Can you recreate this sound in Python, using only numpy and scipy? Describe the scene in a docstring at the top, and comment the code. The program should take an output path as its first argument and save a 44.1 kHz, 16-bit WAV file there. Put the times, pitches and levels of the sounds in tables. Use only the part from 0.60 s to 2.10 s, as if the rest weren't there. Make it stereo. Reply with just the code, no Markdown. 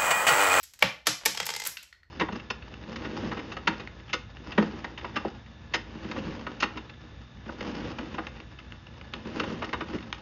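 """A toy pistol of plastic bricks is fired and racked above a desk in a small room.
The striker slams, the slide is pulled back and snaps home: cracks of shaped noise over damped pistol modes.
The ejected brick bounces and grazes the desk, ringing its modes, and loose pieces tick and knock.
Each crack has a second rattle as its desk reflection; a noise tail and low modes make the room.
Scraping, the fading room tail of an earlier click and a quiet rumble fill in beneath."""
import sys
import numpy as np
from scipy import signal
from scipy.fft import rfft, irfft
from scipy.io import wavfile
from scipy.ndimage import uniform_filter1d

SR = 44100
rng = np.random.default_rng(int(sys.argv[2]) if len(sys.argv) > 2 else 0)


def dump_mix(stems):
    """Bounce the given channels to the path in sys.argv[1] as a 16-bit WAV at rate SR."""
    frames = np.atleast_2d(stems).T  # one column per channel
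    limited = np.clip(frames, -1, 1)  # hard clip at full scale
    pcm = np.round(limited * 32767).astype(np.int16)
    wavfile.write(sys.argv[1], SR, pcm)


N = 66150

# background rumble colour: frequency_hz, gain_db
RUMBLE_COLOUR = [(20, -22), (65, 5.5), (110, -9.5), (250, -19.5), (800, -25), (2000, -30.5), (6000, -42),
                 (16000, -61.5)]
# decay of the room tail: frequency_hz, t60_s
ROOM_DECAY = [(100, 0.12), (400, 0.44), (1200, 0.21), (2200, 0.35), (4500, 0.33), (8000, 0.29),
              (16000, 0.29)]
# tone of the room tail: frequency_hz, gain_db
ROOM_TONE = [(60, 3), (110, 1.5), (180, 5.7), (400, -7.5), (1000, -1.2), (2200, -3), (5000, 0.15),
             (8000, -1.9), (12000, -7.5), (16000, -16)]
# low room resonances that swell after each contact: frequency_hz, level_db, t60_s
ROOM_BOOMS = [(121, -6, .2), (185.6, 0, 0.12)]
# light knocks of parts settling: start_s, level_db, pitch_hz, crack_db
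SETTLING_KNOCKS = [(1.1704, -9.5, 2730, 3.5), (1.3272, -22, 1900, -5.5), (1.4319, -30.5, 1850, -11.5)]
# resonances shared by all knocks: frequency_hz, level_db, t60_s
FRAME_MODES = [(1470, -7, .018), (4300, -12, .025)]
# sharp ticks of brick on brick: start_s, level_db, tilt_db_per_octave, rattle_t60_s
BRICK_TICKS = [(0.031, -17.5, -2, 0.018), (0.0371, -17.5, -2.5, 0.021), (0.1365, -23, -5, 0.02),
               (0.191, -21, -5, 0.0089), (0.8553, -12, -4, 0.023), (0.865, -7.5, -0.5, 0.014),
               (1.0515, -7, -4.5, 0.025), (1.063, -3.5, -6.5, 0.047), (1.071, -2, 8, 0.008),
               (1.2285, -20.5, -5.5, 0.026)]
# landings of the ejected brick: start_s, level_db, tilt_db_per_octave
BRICK_BOUNCES = [(0.748, -9.5, 2.5), (0.774, -4.5, 1), (0.801, 0, 0.5), (0.8283, -9.5, 0),
                 (0.8668, -5.5, 3), (0.890, -3.5, 1), (0.9032, -6.5, 2), (0.9383, -8, 1.5),
                 (0.9499, -11, 1.5), (0.9636, -6, 5.5), (0.9997, -8.5, 5), (1.0194, -10, 2),
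                 (1.038, -12.5, 7)]
# desk resonances: frequency_hz, level_db, t60_s
DESK_RESONANCES = [(474, -0.5, 0.037), (879, 1.5, 0.033), (2070, 3.5, 0.05), (3270, -4.5, 0.18),
                   (5135, 1, 0.0082)]
# scrapes of sliding parts: start_s, end_s, level_db
SCRAPES = [(0.199, 0.2437, -41), (0.455, 0.474, -38)]
# striker contacts: start_s, level_db, rattle_t60_s, room_send_db
STRIKER_BLOWS = [(0.2238, 5, 0.0023, -11.5), (0.2254, 12, 0.0085, -1.5)]
# slide reaching its rear stop: start_s, level_db, rattle_t60_s, room_send_db
SLIDE_BACK_BLOWS = [(0.4694, 8.73, 0.024, 0.1)]
# slide snapping home: start_s, level_db, rattle_t60_s, room_send_db
SLIDE_HOME_BLOWS = [(0.6543, -1, 0.0037, 5), (0.6587, 8.5, 0.023, -5)]
# pistol resonances: frequency_hz, t60_s, striker_db, slide_back_db, slide_home_db
PISTOL_RESONANCES = [(186, 0.057, -24, -18.5, -16), (309, 0.23, -24, -13.5, -21),
                     (460, 0.062, -23, -14.5, -13.5), (537.4, 0.15, -11, -19, -23),
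                     (619.6, 0.042, -11.5, -18, -21), (887, .075, -22, -20, -10.5),
                     (1166, 0.055, -23, -20.5, -21), (1316, 0.074, -21.5, -13.5, -23.5),
                     (1830, 0.071, -14.5, -13, -11), (2262, 0.026, -4.5, -13, -13),
                     (3260, .075, -25, -14, -25)]
# colour of each kind of sound (the rub tone also colours the opening tail): frequency_hz, gain_db
KNOCK_TONE = [(700, -14), (2000, 6.5), (4300, 6.5), (6000, -3.5), (12000, -18), (16000, -40)]
TICK_TONE = [(200, -32), (900, -18.5), (1800, -4), (5000, -0.5), (7500, 5.5), (12000, 0.5), (16000, -8.5)]
BOUNCE_TONE = [(100, -9), (250, -12.5), (480, -5.5), (2100, 1), (5500, -7), (8000, -9), (12000, -26.5),
               (16000, -36.5)]
RUB_TONE = [(900, -3), (1800, 1.5), (5500, -1.5), (7500, -11), (11000, -23.5)]
STRIKER_TONE = [(35, -46), (60, -13.5), (363, -10), (553, -4), (800, -6), (1050, -2), (1580, -4),
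                (2350, 0.8), (4120, -11), (7940, -24), (9130, -36), (10500, -25.5), (16000, -38)]
SLIDE_BACK_TONE = [(59, -46.5), (100, -15), (1200, -2.5), (2930, -1), (5650, -3.5), (8280, -6.5),
                   (9410, -14.5), (10900, -10), (16000, -34.5)]
SLIDE_HOME_TONE = [(59, -57.5), (100, -18), (1450, -7), (1800, 1), (7610, -2), (9410, -4.5), (11600, -8),
                   (16000, -23)]
# microphone response, both channels: frequency_hz, gain_db
MIC_RESPONSE = [(7800, 0.05), (8800, -4.5), (9600, -20.5), (10600, 4.5), (11800, 8), (13200, 3.5),
                (14500, 6), (15700, -6)]
# right channel relative to left: frequency_hz, gain_db
RIGHT_OVER_LEFT = [(120, -1), (350, 2), (2300, 1.4), (4000, 4.5), (5800, 9), (8000, 0), (12000, -0.5)]

SIZE = 16384  # samples per crack or ring
RUMBLE_DB, RUMBLE_CUT_HZ = -67.5, 28
ROOM_DELAY_S, ROOM_BUILD_S = 0.0028, 0.0042
BOOM_DB, BOOM_DELAY_S = -12.5, 0.008
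RING_ROOM_DB, BOUNCE_ROOM_DB, TICK_ROOM_DB, KNOCK_ROOM_DB = -14, -2.5, -1, -1  # room sends
SNAP, TICK_SNAP = 0.28, 2  # height of the first pulse over a rattle of unit energy
PORT_SPREAD = 0.77  # how unlike the two channels' noise is
PORT_LAG_S, SLIDE_LAG_S = 0.00024, 0.0002  # right channel's first pulse is late: ticks, slide
RATTLE_TILT_DB = -1  # per octave, before the crack is evened out
ECHO_S, PISTOL_ECHO_DB, BOUNCE_ECHO_DB, TICK_ECHO_DB = 0.0027, -1, 0, 0
SWELL_CYCLES = 1.5  # time constant of a mode's onset
KNOCK_T60_S, BOUNCE_T60_S = 0.011, 0.011
CHATTER_START_S, CHATTER_END_S, CHATTER_COUNT = 0.58, 0.84, 22
CHATTER_DB, CHATTER_TILT_DB = -15, -5  # loudest click; steepest treble loss per octave
DESK_RING_DB, DESK_SCATTER_DB = -4.5, 4  # ring under a click; random spread of each mode
TAIL_DB, TAIL_T60_S, TAIL_TILT_DB = -54.5, 0.53, 4.5  # opening tail: level before its fade, decay, tilt per octave
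NEAR_CUT_HZ, TOP_HZ = 400, 17000


def undb(db):
    """Turn decibels into an amplitude factor."""
    return 10 ** (np.asarray(db) / 20)


def unit(x):
    """Scale to an energy of 1, averaged over the channels."""
    return x / np.sqrt(np.mean(np.sum(x ** 2, -1)))


def fade(t60, size):
    """Exponential decay by 60 dB in t60 seconds."""
    return np.exp(-np.log(1000) * np.arange(size) / SR / max(t60, 1e-4))


def curve(points, size):
    """Interpolate (Hz, value) points over log frequency onto the bins of a spectrum."""
    hz, value = np.array(points, float).T
    bins_hz = np.fft.rfftfreq(size, 1 / SR)
    return np.interp(np.log(bins_hz + 1), np.log(hz), value)


def causal(x, gain):
    """Minimum-phase filter with the given gain per bin, so nothing sounds ahead of its onset."""
    size = 2 * (gain.shape[-1] - 1)
    cepstrum = irfft(np.log(gain + 1e-9))
    cepstrum[..., 1:size // 2] *= 2
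    cepstrum[..., size // 2 + 1:] = 0
    response = np.exp(rfft(cepstrum))
    return irfft(rfft(x, size) * response)[..., :x.shape[-1]]


def colour(x, points, tilt_db=0):
    """Filter by (Hz, dB) points, tilted per octave about 4 kHz; the tilt levels off below 500 Hz."""
    size = 2 * x.shape[-1]
    octaves = np.log2(np.maximum(np.fft.rfftfreq(size, 1 / SR), 500) / 4000)
    return causal(x, undb(curve(points, size) + tilt_db * octaves))


def whiten(x, size):
    """Even out the broad spectrum, keeping the fine grain."""
    power = np.abs(rfft(x, 2 * x.shape[-1])) ** 2
    smooth = uniform_filter1d(power, size=size, axis=-1)
    return unit(causal(x, 1 / np.sqrt(smooth + 1e-12)))


def highpass(x, hz):
    """Second-order bass cut."""
    return signal.sosfilt(signal.butter(2, hz, "high", fs=SR, output="sos"), x)


def noise(spread, size):
    """Two-channel noise; spread 0 is alike in both, 1 unrelated."""
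    mid, side = rng.standard_normal((2, size))
    return (mid + spread * side * np.array([[1], [-1]])) / np.hypot(1, spread)


def add(out, x, start_s):
    """Mix a sound in at a time."""
    i = int(np.clip(start_s * SR, 0, N - 1))
    out[:, i:i + x.shape[1]] += x[:, :N - i]


def rattle(t60):
    """Loose joints buzz briefly: a decaying burst of tilted noise."""
    burst = noise(PORT_SPREAD, SIZE) * fade(t60, SIZE)
    return unit(colour(burst, [(1000, 0)], RATTLE_TILT_DB))


def crack(t60, echo_db, snap=SNAP, lag_s=0):
    """A sharp pulse with the rattle of the joints, and a second rattle as its reflection off the desk."""
    direct, echo = rattle(t60), rattle(t60)
    direct[0, 0] += snap
    direct[1, int(lag_s * SR)] += snap
    reflection = undb(echo_db) * np.roll(echo, int(ECHO_S * SR), axis=1)
    return whiten(unit(direct) + reflection, size=250)


def ring(modes, scatter_db=0):
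    """Damped modes that swell over a few cycles; the higher ones are more out of step between ports."""
    t = np.arange(SIZE) / SR
    out = 0
    for hz, db, t60 in modes:
        chance = rng.standard_normal((3, 1))
        phase = min(hz / 3000, 0.6) * chance[:2]
        swell = 1 - np.exp(-t * hz / SWELL_CYCLES)
        mode = unit(np.sin(2 * np.pi * hz * t + phase) * swell * fade(t60, SIZE))
        out = out + undb(db + scatter_db * chance[2]) * mode
    return out


def rumble():
    """A quiet bed of bass-heavy noise, nearly alike in both channels."""
    return undb(RUMBLE_DB) * np.sqrt(N) * unit(colour(noise(0.14, N), RUMBLE_COLOUR))


def room(x):
    """Diffuse tail in octave bands, each with its own decay; the bass is more alike left and right."""
    size = 2 * SIZE
    t = np.arange(size) / SR
    centres = 62.5 * 2. ** np.arange(9)
    decay_hz, decay_s = np.array(ROOM_DECAY).T
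    t60s = np.interp(np.log(centres), np.log(decay_hz), decay_s)
    tail = 0
    for hz, t60, share in zip(centres, t60s, np.eye(len(centres))):
        band = np.sqrt(curve(list(zip(centres, share)), size))
        grain = irfft(rfft(noise(min(hz / 800, 0.95), size)) * band)
        tail = tail + grain * fade(t60, size)
    build = np.clip((t - ROOM_DELAY_S) / ROOM_BUILD_S, 0, 1)
    tail = whiten(tail * build, size=250)
    return signal.fftconvolve(x, colour(tail, ROOM_TONE), axes=1)[:, :N]


def boom(x):
    """The room's low modes answer a little late."""
    out = np.zeros((2, N))
    low_modes = highpass(ring(ROOM_BOOMS), 90)
    answer = signal.fftconvolve(x.mean(0, keepdims=True), low_modes, axes=1)
    add(out, undb(BOOM_DB) * answer, BOOM_DELAY_S)
    return out


def opening_tail():
    """The room tail of an earlier click dies away: noise under an exponential fade."""
    tail = unit(colour(noise(PORT_SPREAD, N), RUB_TONE, TAIL_TILT_DB))
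    yield 0, undb(TAIL_DB) * np.sqrt(N) * tail * fade(TAIL_T60_S, N), -12


def knocks():
    """A soft tap rings the part at its own pitch and the frame around it, along with a crack."""
    for start_s, db, hz, crack_db in SETTLING_KNOCKS:
        tap = unit(colour(crack(KNOCK_T60_S, TICK_ECHO_DB), KNOCK_TONE))
        body_ring = ring([(hz, 0, KNOCK_T60_S)] + FRAME_MODES)
        yield start_s, undb(db) * unit(body_ring + undb(crack_db) * tap), KNOCK_ROOM_DB


def ticks():
    """Hard little contacts with almost no body: the shorter the rattle, the stronger the snap."""
    for start_s, db, tilt_db, t60 in BRICK_TICKS:
        snap = TICK_SNAP * np.exp(-t60 / BOUNCE_T60_S / 2)
        click = crack(t60, TICK_ECHO_DB, snap, PORT_LAG_S)
        yield start_s, undb(db) * unit(colour(click, TICK_TONE, tilt_db)), TICK_ROOM_DB


def chatter():
    """The brick's edges graze the desk at random times, with random strength and dullness."""
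    for when, strength, dull in rng.random((CHATTER_COUNT, 3)):
        click = crack(BOUNCE_T60_S, BOUNCE_ECHO_DB, TICK_SNAP)
        click = unit(colour(click, BOUNCE_TONE, dull * CHATTER_TILT_DB))
        start_s = CHATTER_START_S + when * (CHATTER_END_S - CHATTER_START_S)
        yield start_s, undb(CHATTER_DB) * strength * click, BOUNCE_ROOM_DB


def bounces():
    """The tumbling brick lands on corner after corner and rings the desk differently each time."""
    for start_s, db, tilt_db in BRICK_BOUNCES:
        click = unit(colour(crack(BOUNCE_T60_S, BOUNCE_ECHO_DB), BOUNCE_TONE, tilt_db))
        desk = undb(DESK_RING_DB) * unit(ring(DESK_RESONANCES, DESK_SCATTER_DB))
        yield start_s, undb(db) * (click + desk), BOUNCE_ROOM_DB


def rubs():
    """Sliding parts scrape: coloured noise with a rising level."""
    for start_s, end_s, db in SCRAPES:
        size = max(int((end_s - start_s) * SR), 64)
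        scrape = colour(noise(PORT_SPREAD, size), RUB_TONE) * np.linspace(0, 1, size)
        yield start_s, undb(db) * np.sqrt(size) * unit(scrape), -4


def body():
    """The last contact at each stop rings the pistol's modes in its own mix."""
    out = np.zeros((2, N))
    for stop, table in enumerate((STRIKER_BLOWS, SLIDE_BACK_BLOWS, SLIDE_HOME_BLOWS)):
        start_s, db = table[-1][:2]
        modes = [(hz, mix[stop], t60) for hz, t60, *mix in PISTOL_RESONANCES]
        add(out, undb(db) * ring(modes), start_s)
    return out


def blows():
    """Striker and slide hit their stops with a crack and a rattle of the joints."""
    for table, tone, lag_s in (
        (STRIKER_BLOWS, STRIKER_TONE, 0),
        (SLIDE_BACK_BLOWS, SLIDE_BACK_TONE, SLIDE_LAG_S),
        (SLIDE_HOME_BLOWS, SLIDE_HOME_TONE, SLIDE_LAG_S),
    ):
        for start_s, db, t60, room_db in table:
            hit = crack(t60, PISTOL_ECHO_DB, SNAP, lag_s)
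            yield start_s, undb(db) * unit(colour(hit, tone)), room_db


def scene():
    """All contacts, the opening tail, the room's answer and a quiet rumble."""
    direct, sent = np.zeros((2, 2, N))
    for source in (opening_tail, knocks, ticks, chatter, bounces, rubs, blows):
        for start_s, sound, room_db in source():
            add(direct, sound, start_s)
            add(sent, undb(room_db) * sound, start_s)
    ringing = body()
    near = highpass(direct + ringing, NEAR_CUT_HZ)
    tail = room(sent + undb(RING_ROOM_DB) * ringing)
    return near + tail + boom(sent) + rumble()


def record(dry):
    """Small microphone ports shape the treble, the right one mostly brighter; bass and top are cut."""
    right_db = curve(RIGHT_OVER_LEFT, 2 * N)
    balance_db = np.array([-right_db, right_db]) / 2
    heard = causal(dry, undb(curve(MIC_RESPONSE, 2 * N) + balance_db))
    limited = np.clip(highpass(heard, RUMBLE_CUT_HZ), -1, 1)
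    top_cut = signal.ellip(8, 0.2, 80, TOP_HZ, fs=SR, output="sos")
    return signal.sosfilt(top_cut, limited)


dry = scene()
out = record(dry)
dump_mix(out)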